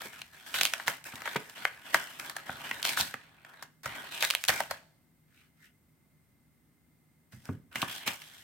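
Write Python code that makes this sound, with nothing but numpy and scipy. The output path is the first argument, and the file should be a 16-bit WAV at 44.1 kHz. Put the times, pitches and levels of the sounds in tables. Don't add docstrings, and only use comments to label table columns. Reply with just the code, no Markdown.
import sys
import numpy as np
from scipy import signal
from scipy.fft import rfft, irfft, next_fast_len
from scipy.io import wavfile

SR = 44100
rng = np.random.default_rng(int(sys.argv[2]) if len(sys.argv) > 2 else 0)


def dump(signal):
    limited = np.clip(np.atleast_2d(signal).T, -1, 1)
    pcm = np.round(limited * 32767).astype(np.int16)
    wavfile.write(sys.argv[1], SR, pcm)


N = 371763
TIME_S = np.arange(N) / SR

# frequency in Hz, relative density in dB per Hz.
AIR_SPECTRUM = [(35, -13.5), (58, -4.5), (130, -1.5), (280, -6), (450, -18), (900, -21.5), (1900, -23),
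                (3000, -29), (6000, -31), (16000, -27)]
AIR_DB = -68.5
# frequency in Hz, width in Hz, level in dB.
HUM_BANDS = [(154, 6, -73), (243, 5, -81), (2085, 70, -84), (8500, 600, -86), (13700, 1100, -84)]
# frequency in Hz, coherence from 0 to 1.
COHERENCE = [(600, 0.74), (1200, 0.34), (2200, 0.39), (4000, 0.092), (8000, 0)]

# start in seconds, length in seconds, rubbing level before
# the sag in dB, pitch in Hz, tearing fibres against the rubbing in dB.
FINGER_STROKES = [(0.0, 0.061, -44, 2200, -4.5), (0.113, 0.092, -51, 2200, -5.5),
                  (0.24, 0.091, -64.5, 2216, -3), (0.319, 0.34, -55, 2200, -5.5),
                  (0.459, 0.14, -48, 2300, -3), (0.535, .06, -34.5, 2800, -5),
                  (0.612, 0.052, -37, 3150, -2), (0.717, .11, -47.5, 1870, -5),
                  (0.859, 0.045, -38.5, 1950, -4), (1.047, 0.025, -43.5, 2000, -3.5),
                  (1.111, 0.12, -49.5, 1700, -7), (1.236, 0.11, -43.5, 2000, -7.5),
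                  (1.38, .15, -53.5, 2050, -4), (1.549, 0.12, -45.5, 2120, -6.5),
                  (1.71, 0.28, -56, 1850, -6.5), (1.839, 0.18, -47.5, 1970, -5.5),
                  (1.924, 0.049, -36, 1910, -6.5), (2, 0.18, -49, 2250, -4),
                  (2.187, 0.11, -45.5, 1720, -4.5), (2.345, 0.063, -48.5, 1700, -8.5),
                  (2.45, 0.19, -46.5, 1650, -7.5), (2.634, 0.17, -43.5, 1950, -7),
                  (2.833, 0.093, -34.5, 2700, -4), (2.964, 0.047, -31, 2500, -1.5),
                  (3.083, .11, -55, 2100, -18), (3.19, .26, -63, 1650, -18), (3.445, 0.2, -57, 1600, -12.5),
                  (3.835, 0.09, -44, 1800, -10.5), (3.938, 0.077, -43, 1700, -10),
                  (4.033, 0.045, -46, 2100, -8.5), (4.105, 0.082, -41.5, 2400, -5.5),
                  (4.199, 0.053, -34.5, 3100, -3), (4.292, 0.044, -48.5, 2600, 3.5),
                  (4.39, 0.187, -57.5, 2400, 4.5), (4.492, 0.068, -36, 1887, -5.5),
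                  (4.565, 0.038, -40, 2530, -3.5), (4.693, 0.024, -42.5, 1850, -8),
                  (7.31, 0.13, -68.5, 2200, 1), (7.438, 0.076, -58.5, 1600, -5.5),
                  (7.711, 0.051, -54, 2000, -9.5), (7.746, 0.11, -42.5, 2100, -6),
                  (7.879, 0.1, -43, 2900, -4), (7.998, 0.098, -48, 2500, -10),
                  (8.057, 0.016, -33, 1950, -4.5), (8.118, 0.042, -55.5, 2100, 3),
                  (8.196, 0.34, -55.5, 2750, -2.5)]
ATTACK_S, SAG_DB_PER_S, RELEASE_DB_PER_S = 0.013, 7.5, 218
# centre in seconds,
# time from centre to 1/e in seconds, rubbing level in dB.
TABLE_BRUSHES = [(5.391, 0.079, -65), (5.643, 0.052, -62)]
# frequency in Hz, relative density in dB per Hz.
FLEX_SPECTRUM = [(260, -11), (450, -13), (600, -2.5), (900, 0), (1150, -3.5), (1500, -13)]
# frequency in Hz, relative density in dB per Hz.
TEAR_SPECTRUM = [(3600, -16), (5000, 5.5), (6800, 0), (8500, 3), (10500, -3), (13000, 1.5), (16000, -7.5)]
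# frequency in Hz, relative density in dB per Hz.
WOBBLE_SPECTRUM = [(45, -13.5), (100, -7), (290, -2.5), (420, -7), (700, -26)]
# frequency in Hz, width in Hz, gain in dB.
SHELL_MODES = [(1516, 380, 2.5), (2460, 350, 1), (3000, 1100, -1.5), (4470, 600, -2.5)]
TICKS_PER_S, TICK_DB, TICK_SPREAD_DB, TICK_EDGE_DB = 30, -11.5, 1, -7.5

MIDDLE_HZ = 2050
FLEX_DB, FLEX_DB_PER_OCTAVE = -8.5, -7.5
SNAP_CARD_DB, SNAP_CARD_DB_PER_OCTAVE = -9, -12

# time in seconds, energy over 1 ms in dB, base decay in seconds
# (each part stretches it), pitch in Hz, crack against the plastic in dB.
PLASTIC_SNAPS = [(0.0187, -32.5, 0.0025, 1667, -3.5), (0.217, -30.5, 0.0071, 2870, -6),
                 (0.5412, -20, 0.056, 2306, -5.5), (0.611, -14.5, 0.012, 2500, -2),
                 (0.6334, -21, 0.0014, 2870, 4), (0.6525, -15.5, 0.0058, 2938, -1.5),
                 (0.6611, -24, 0.0018, 3160, -5.5), (0.7362, -19, 0.0052, 2190, -3.5),
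                 (0.798, -28.5, 0.011, 1690, -21), (0.8746, -30, 0.0015, 3130, 2.5),
                 (0.8796, -15.5, 0.01, 1880, -5), (1.041, -44, 0.0071, 2450, 5.5),
                 (1.156, -36.5, .008, 2580, 0), (1.256, -24, 0.025, 1800, -13),
                 (1.497, -43, 0.007, 2600, 1.5), (1.2188, -31.5, 0.0078, 1828, -7.5),
                 (1.275, -22, 0.013, 1800, -17), (1.3614, -20.5, 0.022, 2100, -8),
                 (1.652, -13, 0.004, 1950, -15), (1.944, -9, 0.012, 1750, -8.5),
                 (2.1975, -33, 0.0051, 2090, 2), (2.297, -31, 0.0065, 1800, 0.5),
                 (2.3654, -26.5, 0.01, 1740, -3), (2.7117, -20, .007, 1940, -15),
                 (2.8284, -24, 0.0047, 3436, -1), (2.8509, -18, 0.0091, 2300, -3),
                 (2.8914, -22.5, 0.012, 2400, 0.5), (2.9731, -19, 0.0047, 1695, -9.5),
                 (3.0101, -25.5, 0.0017, 2526, 8), (3.1404, -24, 0.0088, 1810, -15.5),
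                 (3.448, -42, 0.012, 1760, -9), (3.625, -37, 0.023, 1734, 2.5),
                 (3.8326, -38.5, .09, 1740, 1), (3.8575, -29, 0.022, 1900, -1.5),
                 (4.2252, -17, 0.0044, 2250, -2), (4.233, -17.5, 0.033, 1850, -8.5),
                 (4.2492, -21.5, 0.0058, 2270, 2.5), (4.3022, -19, 0.0035, 2400, -3),
                 (4.3079, -18, .004, 2610, -1.5), (4.337, -32.5, 0.0073, 1500, -3.5),
                 (4.3502, -16, 0.00098, 2600, -5.5), (4.439, -23.5, 0.003, 2350, 0),
                 (4.4505, -32.5, .003, 2600, 3), (4.48, -25, .006, 2610, 1.5),
                 (4.4839, -14, 0.013, 2800, -1.5), (4.4905, -12, 0.022, 1950, -4.5),
                 (4.5015, -19, .012, 1797, -3), (4.604, -23, 0.0067, 1589, -3),
                 (4.7103, -26, 0.0097, 1790, 0), (7.322, -45.5, 0.086, 1920, -1),
                 (7.455, -49, 0.0036, 2350, 6), (7.7566, -21.5, 0.015, 2100, -9),
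                 (7.8172, -20, 0.028, 2650, -5), (8.076, -17.5, 0.022, 2510, -4.5),
                 (8.218, -39, .012, 2150, -1.5)]

# time in seconds, thud energy over 1 ms
# in dB, pitch in Hz, card against the thud in dB.
PACK_KNOCKS = [(0.052, -37.5, 266, -20), (0.199, -48, 110, -4), (0.611, -37, 230, 5), (0.879, -33, 272, 9),
               (1.136, -37, 150, -1), (1.358, -20, 288, -1.5), (1.945, -30.5, 310, 6.5),
               (2.494, -33, 142, 9), (2.712, -39.5, 170, 5), (3.0, -32, 137, 5.5), (3.142, -39.5, 165, -3),
               (3.624, -49, 200, 14), (3.859, -33.5, 115, 9.5), (4.493, -30.5, 110, 12),
               (4.604, -40, 200, 20), (4.712, -45.5, 110, 23), (7.33, -33.5, 118, -19),
               (7.49, -18.5, 166, -13), (7.755, -32.5, 166, -5), (7.828, -24, 196, 4.5),
               (8.078, -30, 200, 0)]
KNOCK_BASE_DECAY_S = 0.01
KNOCK_SHELL_DB, KNOCK_SHELL_HZ = -8, 1840
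RUMBLE_CYCLES = 43

# frequency in Hz, time to fall 60 dB in seconds.
ROOM_DECAY = [(100, 0.99), (1500, 0.47), (5000, 0.77), (16000, .35)]
CUTOFF_HZ = 16000


def from_db(db):
    return 10 ** (np.asarray(db) / 20)


def rms_one(x):
    return x / np.sqrt(np.mean(x ** 2) + 1e-20)


def at_hz(points, hz):
    points = np.array(points)
    return np.interp(np.log(hz), np.log(points[:, 0]), points[:, 1])


def band(x, low_hz, high_hz, order=2):
    edges_hz = [low_hz, min(high_hz, .47 * SR)]
    return signal.sosfilt(signal.butter(order, edges_hz, "band", fs=SR, output="sos"), x + 1e-18)


def resonate(x, hz, width_hz):
    radius = np.exp(-np.pi * width_hz / SR)
    zeros = np.array([1, 0, -1]) * (1 - radius * radius) / 2
    poles = [1, -2 * radius * np.cos(2 * np.pi * hz / SR), radius * radius]
    return signal.lfilter(zeros, poles, x + 1e-18)


def stereo(pair, alike):
    alike = np.clip(alike, -1, 1)
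    middle = np.sqrt(1 + alike) * pair[0]
    side = np.sqrt(1 - alike) * pair[1]
    return (middle + side * np.array([[1], [-1]])) / np.sqrt(2)


def coloured(pair, spectrum):
    size = next_fast_len(N)
    hz = np.maximum(np.arange(size // 2 + 1) * SR / size, 1)
    low_end = 1 / (1 + (spectrum[0][0] / hz) ** 4)
    high_end = 1 / (1 + (hz / spectrum[-1][0] / 2) ** 8)
    gain = from_db(at_hz(spectrum, hz)) * low_end * high_end
    both = stereo(rfft(pair, size), at_hz(COHERENCE, hz))
    return rms_one(irfft(both * gain, size)[:, :N])


def background():
    out = from_db(AIR_DB) * coloured(rng.standard_normal((2, N)), AIR_SPECTRUM)
    for hz, width_hz, level_db in HUM_BANDS:
        noise = stereo(rng.standard_normal((2, N)), at_hz(COHERENCE, hz))
        once = resonate(noise, hz, 1.5 * width_hz)
        out += from_db(level_db) * rms_one(resonate(once, hz, 1.5 * width_hz))
    return out


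def card_share_db(hz, middle_db, db_per_octave):
    return middle_db + db_per_octave * np.log2(hz / MIDDLE_HZ)


def strokes():
    flex, rub, tear, pitch = np.zeros((4, N))
    for start_s, length_s, level_db, hz, fibres_db in FINGER_STROKES:
        t = np.maximum(TIME_S - start_s, 0)
        fade_db = SAG_DB_PER_S * t + RELEASE_DB_PER_S * np.maximum(t - length_s, 0)
        attack = np.minimum(t / ATTACK_S, 1)
        power = (attack * from_db(level_db - np.minimum(fade_db, 200))) ** 2
        rub += power
        pitch += power * hz
        tear += power * from_db(fibres_db) ** 2
        flex += power * from_db(card_share_db(hz, FLEX_DB, FLEX_DB_PER_OCTAVE)) ** 2
    pitch_hz = (pitch + 1e-18 * MIDDLE_HZ) / (rub + 1e-18)
    return np.sqrt(flex), np.sqrt(rub), np.sqrt(tear), pitch_hz


def grains(per_s, spread_db, grain_s, smooth):
    sizes = from_db(spread_db * np.minimum(rng.exponential(1, N), 4))
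    sizes = sizes * (rng.random(N) < per_s / SR)
    power = signal.lfilter([1], [1, -np.exp(-1 / (grain_s * SR))], sizes ** 2 + 1e-18)
    smooth = np.clip(smooth, 0, 1)
    return np.sqrt(smooth + (1 - smooth) * power / power.mean())


def drift(knots_per_s):
    knots = rng.standard_normal(N // 40)
    return rms_one(np.interp(TIME_S * knots_per_s, np.arange(len(knots)), knots))


def shell(x):
    return sum((-1) ** k * from_db(gain_db) * resonate(x, hz, width_hz)
               for k, (hz, width_hz, gain_db) in enumerate(SHELL_MODES))


def rubbing(grip, pitch_hz, width_octaves, patchy_db, count=12):
    edges_hz = np.geomspace(1100, 5200, count + 1)
    noise = shell(rng.standard_normal((2, 2, N)) * grip)
    out, power = 0, 0
    for k, (low_hz, high_hz) in enumerate(zip(edges_hz, edges_hz[1:])):
        hz = np.sqrt(low_hz * high_hz)
        part = band(stereo(noise[k % 2], at_hz(COHERENCE, hz)), low_hz, high_hz)
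        patches = from_db(patchy_db * drift(18))
        gain = patches / (1 + (np.log2(hz / pitch_hz) / width_octaves) ** 2)
        out = out + gain * part
        power = power + gain ** 2 * part.var()
    return out / np.sqrt(power)


def ticks(rub):
    sizes = from_db(TICK_SPREAD_DB * np.minimum(rng.exponential(1, N), 2))
    sizes = sizes * (rng.random(N) < TICKS_PER_S / SR)
    clicks = stereo(rng.choice([-1, 1], (2, N)), 0.75) * sizes
    edge = from_db(TICK_EDGE_DB) * rms_one(band(clicks, 2700, 16000))
    return from_db(TICK_DB) * rub * (rms_one(shell(clicks)) + edge)


def rustle():
    flex, rub, tear, pitch_hz = strokes()
    brush = sum(from_db(level_db) * np.exp(-((TIME_S - centre_s) / half_s) ** 2)
                for centre_s, half_s, level_db in TABLE_BRUSHES)
    slips = grains(per_s=610, spread_db=4.0, grain_s=.0012, smooth=0.46)
    fibres = grains(per_s=290, spread_db=0.5, grain_s=0.00056, smooth=0.59)
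    noise = rng.standard_normal((3, 2, N))
    out = flex * coloured(noise[0] * slips, FLEX_SPECTRUM)
    out += (rub + brush) * rubbing(slips, pitch_hz, width_octaves=0.83, patchy_db=4.0)
    out += (tear + 0.44 * brush) * coloured(noise[1] * slips * fibres, TEAR_SPECTRUM)
    wobble = from_db(-8.5) * flex * coloured(noise[2], WOBBLE_SPECTRUM)
    return out + ticks(rub) + wobble


def burst(t, t60_s, alike, release=0, swell_db=-22, swell_s=0.00067):
    fall = from_db(-60 * np.abs(t) / max(t60_s, 1e-3))
    swell = from_db(swell_db) * np.exp(-np.abs(t) / swell_s)
    impulses = stereo(rng.choice([-1, 1], (2, len(t))), alike) * np.where(t < 0, swell, fall)
    impulses[:, np.searchsorted(t, 0)] += release
    return impulses


def plastic_pop(t, decay_s, hz):
    width_hz = min(1150 * (hz / 2000) ** 2, 3200)
    plastic = shell(band(burst(t, 2.3 * decay_s, alike=.5, release=5.3), 1150, 5200))
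    return resonate(resonate(plastic, hz, width_hz), hz, width_hz)


def crack(t, decay_s):
    edge = band(burst(t, 2.1 * decay_s, alike=0.055, release=1.6), 3800, 17000)
    return (edge + 2.3 * resonate(edge, 3400, width_hz=3100)) * from_db([[-1.5], [0]])


def card_flap(t, decay_s):
    return band(burst(t, 2.0 * decay_s, alike=1.0, release=1.8), 540, 1500, order=3)


def with_energy(x, level_db):
    return x * from_db(level_db) * np.sqrt(2 * SR / 1000 / np.sum(x ** 2))


def add(out, sound, start_s):
    at = max(round(start_s * SR), 0)
    out[:, at:at + sound.shape[1]] += sound[:, :N - at]


def snaps(size=4096):
    out = np.zeros((2, N))
    t = np.arange(size) / SR - .01
    for snap_s, level_db, decay_s, hz, crack_db in PLASTIC_SNAPS:
        card_db = level_db + card_share_db(hz, SNAP_CARD_DB, SNAP_CARD_DB_PER_OCTAVE)
        sound = with_energy(plastic_pop(t, decay_s, hz), level_db)
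        sound += with_energy(crack(t, decay_s), level_db + crack_db)
        sound += with_energy(card_flap(t, decay_s), card_db)
        add(out, sound, snap_s + t[0])
    return out


def thud(t, hz):
    push = burst(t, 0.036, alike=.9)
    rumble = 0.34 * burst(t, RUMBLE_CYCLES / hz, alike=1.0)
    return band(push + rumble, .48 * hz, 1.9 * hz, order=3) * from_db([[-1.5], [0]])


def knocks(size=12000):
    out = np.zeros((2, N))
    t = np.arange(size) / SR - .01
    for knock_s, level_db, hz, flap_db in PACK_KNOCKS:
        card_db = level_db + flap_db
        sound = with_energy(thud(t, hz), level_db)
        sound += with_energy(card_flap(t, KNOCK_BASE_DECAY_S), card_db)
        pop = plastic_pop(t, KNOCK_BASE_DECAY_S, KNOCK_SHELL_HZ)
        sound += with_energy(pop, card_db + KNOCK_SHELL_DB)
        add(out, sound, knock_s + t[0])
    return out


def room(x, near_db, near_t60_s, tail_db, size=40000):
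    t, response = np.arange(size) / SR, 0
    edges_hz = np.geomspace(50, 18000, 10)
    white = rng.standard_normal((2, 2, size))
    for k, (low_hz, high_hz) in enumerate(zip(edges_hz, edges_hz[1:])):
        hz = np.sqrt(low_hz * high_hz)
        near = from_db(-60 * t / near_t60_s) * (t > .003)
        tail = from_db(-60 * t / at_hz(ROOM_DECAY, hz)) * (t > .008)
        near = from_db(near_db) * near / np.linalg.norm(near)
        tail = from_db(tail_db) * tail / np.linalg.norm(tail)
        dulling_db = -1.2 * max(np.log2(hz / 2000), 0)
        noise = stereo(white[k % 2], at_hz(COHERENCE, hz)) * np.hypot(near, tail)
        response = response + from_db(dulling_db) * band(noise, low_hz, high_hz)
    return signal.fftconvolve(x, response, axes=1)[:, :N]


def scene():
    pack = snaps() + knocks() + rustle()
    return pack + room(pack, near_db=-11.0, near_t60_s=0.2, tail_db=-18) + background()


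def record(dry):
    return signal.sosfilt(signal.ellip(10, .1, 80, CUTOFF_HZ, fs=SR, output="sos"), dry)


dry = scene()
out = record(dry)
dump(out)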